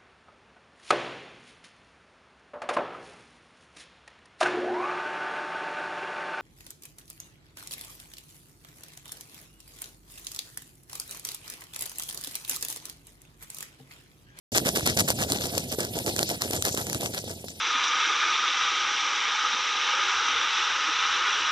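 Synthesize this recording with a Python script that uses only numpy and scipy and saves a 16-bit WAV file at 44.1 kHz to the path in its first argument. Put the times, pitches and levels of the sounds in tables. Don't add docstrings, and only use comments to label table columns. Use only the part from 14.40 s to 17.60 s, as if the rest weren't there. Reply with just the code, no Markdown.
import sys
import numpy as np
from scipy import signal
from scipy.fft import rfft, irfft
from scipy.io import wavfile
from scipy.ndimage import uniform_filter1d

SR = 44100
rng = np.random.default_rng(int(sys.argv[2]) if len(sys.argv) > 2 else 0)


def transcribe(u):
    v = np.clip(np.atleast_2d(u).T, -1, 1)
    q = np.round(v * 32767).astype(np.int16)
    wavfile.write(sys.argv[1], SR, q)


N = 141120
TIME = np.arange(N) / SR


def amp(db):
    return 10 ** (np.asarray(db) / 20)


def unit_rms(x):
    return x / np.sqrt(np.mean(x ** 2, axis=-1, keepdims=True) + 1e-20)


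def coloured(x, spectrum, peak_hz=None):
    hz = np.fft.rfftfreq(N, 1 / SR) + 1
    knots_hz, db = np.transpose(spectrum)
    gain = amp(np.interp(np.log(hz), np.log(knots_hz), db))
    if peak_hz:
        gain *= amp(10 * np.exp(-np.log2(hz / peak_hz) ** 2 / .5))
    return irfft(rfft(x) * unit_rms(gain), N)


def wander(length_s, db):
    size = round(length_s * SR)
    drift = uniform_filter1d(uniform_filter1d(rng.standard_normal(N), size), size)
    return amp(db * np.clip(unit_rms(drift), -2, 2))


def patchy_noise(depth_db=4):
    spectra = signal.stft(rng.standard_normal((2, N)), nperseg=256)[2]
    patches = uniform_filter1d(rng.standard_normal(spectra.shape[1:]), size=19, axis=0)
    patches = uniform_filter1d(patches, size=9, axis=1)
    return signal.istft(spectra * amp(depth_db * patches / patches.std()), nperseg=256)[1][:, :N]


def burst(rise_s):
    u = np.arange(600) / SR / rise_s
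    return (u * np.exp(1 - u)) ** 2


# (time [s], rustle level [dB], rumble level [dB])
BACKGROUND = [(.12, -34, -35), (.7, -36, -32.5), (1.25, -37, -36.5), (2.65, -36, -37.5), (2.9, -41.5, -43),
              (3.2, -44.5, -46)]
def background_gain(column):
    rows = np.array(BACKGROUND)
    return amp(np.interp(TIME, rows[:, 0], rows[:, column]))


# (frequency [Hz], relative level [dB])
TRAIN_SPECTRUM = [(700, -30), (2500, 0), (14000, -3)]
def train_rustle():
    return unit_rms(coloured(patchy_noise(), TRAIN_SPECTRUM)) * background_gain(column=1)


# (frequency [Hz], relative level [dB])
RUMBLE_SPECTRUM = [(40, -34), (60, -7.5), (90, 2), (300, -5), (700, -9.5), (1200, -35.5)]
def outdoor_rumble():
    noise = coloured(rng.standard_normal((2, N)), RUMBLE_SPECTRUM)
    return unit_rms(noise * wander(.011, db=3)) * background_gain(column=2)


# (frequency [Hz], relative level [dB])
QUILL_SPECTRUM = [(200, -9.5), (1500, 4.5), (14000, 0)]
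def quill_ticks(shake_per_s=500, rustle_per_s=130, peaks_hz=(600, 1400, 3000, 6000, 11000)):
    chance, band_draw = rng.random((2, N))
    strength = amp(4.5 * np.minimum(rng.exponential(1, N), 3))
    threshold = chance * SR / wander(.015, db=6)
    in_shakes = (threshold < shake_per_s) * amp(-2) * shake_gain()
    in_rustle = (threshold < rustle_per_s) * amp(-17) * background_gain(column=1)
    impulses = strength * (in_shakes + in_rustle)
    band = np.floor(band_draw * len(peaks_hz))
    ticks = 0
    for k, hz in enumerate(peaks_hz):
        envelope = signal.oaconvolve(impulses * (band == k), burst(rise_s=.00042))[:N]
        ticks += coloured(envelope * rng.standard_normal((2, N)), QUILL_SPECTRUM, hz)
    return ticks


# (time [s], duration [s], relative level [dB], flutter emphasis before weighting [dB])
WING_SHAKES = [(0.143, 0.057, -24.5, -2.5), (0.252, 0.048, -23.5, -2), (0.348, 0.063, -26, -2.5),
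               (0.452, 0.065, -21, -10), (0.565, 0.055, -21.5, -2.5), (0.673, 0.055, -25.5, -7),
               (0.781, 0.072, -29, 0.5), (0.877, 0.11, -29, -4.5), (0.997, 0.1, -34.5, 5),
               (1.111, 0.098, -38.5, 10.5), (1.309, 0.041, -36, 4), (1.381, 0.083, -29.5, -3),
               (1.537, 0.078, -40.5, 12), (1.657, 0.058, -29.5, 3.5), (1.75, 0.088, -33, 4),
               (1.884, 0.072, -35.5, 7.5), (1.994, 0.093, -35.5, 7), (2.111, 0.071, -32.5, 5.5),
               (2.237, 0.065, -28.5, 2), (2.36, 0.064, -31, 1.5), (2.452, 0.14, -44, 11.5),
               (2.599, 0.079, -38.5, 10.5), (2.728, 0.075, -34, 1.5), (2.865, 0.079, -42, 5)]
def shake_gain(flutter_weight=0):
    power = np.zeros(N)
    for start, length, db, flutter_db in WING_SHAKES:
        u = (TIME - start) / length
        rise = np.clip(u / .21, 0, 1)
        sag = amp(-2.5 * np.clip(u, 0, 2) ** 2)
        stop = np.clip((1.15 - u) / .41, 0, 1)
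        power += (amp(db + flutter_weight * flutter_db) * rise * sag * stop) ** 2
    return np.sqrt(power)


# (frequency [Hz], relative level [dB])
HISS_SPECTRUM = [(600, -34), (1000, -8), (1500, 12), (7000, 1), (14000, -24)]
FLUTTER_SPECTRUM = [(90, -14), (200, -1.5), (700, 0), (1100, -17), (2500, -18.5)]
def vane_swish():
    hiss = unit_rms(coloured(patchy_noise(), HISS_SPECTRUM))
    flutter = unit_rms(coloured(rng.standard_normal((2, N)), FLUTTER_SPECTRUM) * wander(.004, db=4))
    return amp(-8) * hiss * shake_gain() + flutter * shake_gain(flutter_weight=.7)


# (time [s], relative level [dB])
AIR_FLAPS = [(0.162, -11), (0.268, -17), (0.367, -32), (0.704, -8), (0.931, -17), (1.176, -13),
             (1.385, -12.5), (1.425, -18.5), (1.576, -17.5), (1.68, -18), (1.828, -10), (1.912, -14.5),
             (2.106, -15.5), (2.141, -16), (2.273, -18), (2.344, -13.5), (2.631, -12.5), (2.746, -26),
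             (2.84, -20), (3.042, -21.5)]
def air_flaps(pitch_range_hz=(293, 656), rise_cycles=.37):
    pulses, slaps = np.zeros(N + 1500), np.zeros(N + 600)
    for (start, db), hz in zip(AIR_FLAPS, rng.uniform(*pitch_range_hz, len(AIR_FLAPS))):
        onset = round(start * SR)
        cycles = TIME[:1500] * hz
        envelope = cycles / rise_cycles * np.exp(1 - cycles / rise_cycles)
        pulses[onset:][:1500] += amp(db - 4.5) * envelope * np.sin(2 * np.pi * cycles)
        slaps[onset:][:600] += amp(db - 15.5) * burst(rise_s=.0036)
    slap_spectrum = [(500, -32), (1300, -15), (3000, -9.5)]  # (frequency [Hz], relative level [dB])
    return pulses[:N] + coloured(slaps[:N] * rng.standard_normal((2, N)), slap_spectrum)


# (time [s], relative level [dB])
QUILL_SNAPS = [(0.1809, -7.5), (0.2512, -18.5), (0.287, -18), (0.372, -12.5), (0.4729, -10), (0.4984, -15),
               (0.5725, -13), (0.5946, -10), (0.607, -14), (0.6856, -22), (0.7028, -7.5), (0.9202, -8),
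               (1.0097, -18), (1.1792, -10.5), (1.3246, -17), (1.4038, -23), (1.4491, -19), (1.5879, -15.5),
               (1.6624, -14.5), (1.7628, -12.5), (1.7911, -7), (1.8291, -11), (1.891, -14.5), (2.0191, -9),
               (2.1091, -17.5), (2.1331, -14.5), (2.2232, -10.5), (2.2507, -11.5), (2.3481, -19),
               (2.374, -14.5), (2.4677, -20), (2.4981, -15), (2.5296, -14), (2.5464, -16.5), (2.609, -17),
               (2.6592, -16), (2.7457, -18.5), (2.7816, -22), (3.0834, -26.5)]
def quill_snaps(rise_s=.0009):
    envelope = np.zeros(N + 600)
    for start, db in QUILL_SNAPS:
        envelope[round(start * SR):][:600] += amp(db - 4.5) * burst(rise_s)
        envelope[round((start + rise_s) * SR)] *= amp(12)
    return coloured(envelope[:N] * rng.choice([-1., 1.], (2, N)), QUILL_SPECTRUM)


def scene():
    return vane_swish() + quill_ticks() + quill_snaps() + air_flaps() + train_rustle() + outdoor_rumble()


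# (frequency [Hz], gain [dB])
ROLL_OFF = [(14100, -0.5), (14600, -25), (15200, -44)]
# (frequency [Hz], level [dB], phase lead [half turns], coherence [0-1])
STEREO_IMAGE = [(300, 0, -.17, .99), (600, -2.3, -.26, .98), (1030, 1, -.45, .9), (1700, -1.9, -.75, .85),
                (2280, 0, -1, 1), (2760, 0, -1, 1), (3450, 1.3, -1.45, .6), (6100, 4.8, -2.8, .52),
                (7100, 0, -4, .85), (13000, -10, -4, .7)]
def record(dry, start_s=.1178, low_cut_hz=50, high_cut_hz=16500):
    hz = np.fft.rfftfreq(N, 1 / SR)
    knots_hz, *columns = np.transpose([(0, 0, .061, .99)] + STEREO_IMAGE)
    db, lead, coherence = (np.interp(hz, knots_hz, column) for column in columns)
    right, second = rfft(dry) * amp(np.interp(hz, *np.transpose(ROLL_OFF)))
    blend = coherence * right + np.sqrt(1 - coherence ** 2) * second
    left = blend * amp(db) * np.exp(1j * np.pi * lead)
    sway = wander(.03, db=.8)
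    fade_in = np.clip((TIME - start_s) / .0018, 0, 1)
    pair = np.array([irfft(left, N) * sway, irfft(right, N)]) * fade_in
    pair = signal.sosfilt(signal.butter(3, low_cut_hz, "high", fs=SR, output="sos"), pair)
    low_pass = signal.firwin(511, high_cut_hz, window=("kaiser", 9), fs=SR)
    return signal.oaconvolve(pair, low_pass[None], "same")


dry = scene()
out = record(dry)
transcribe(out)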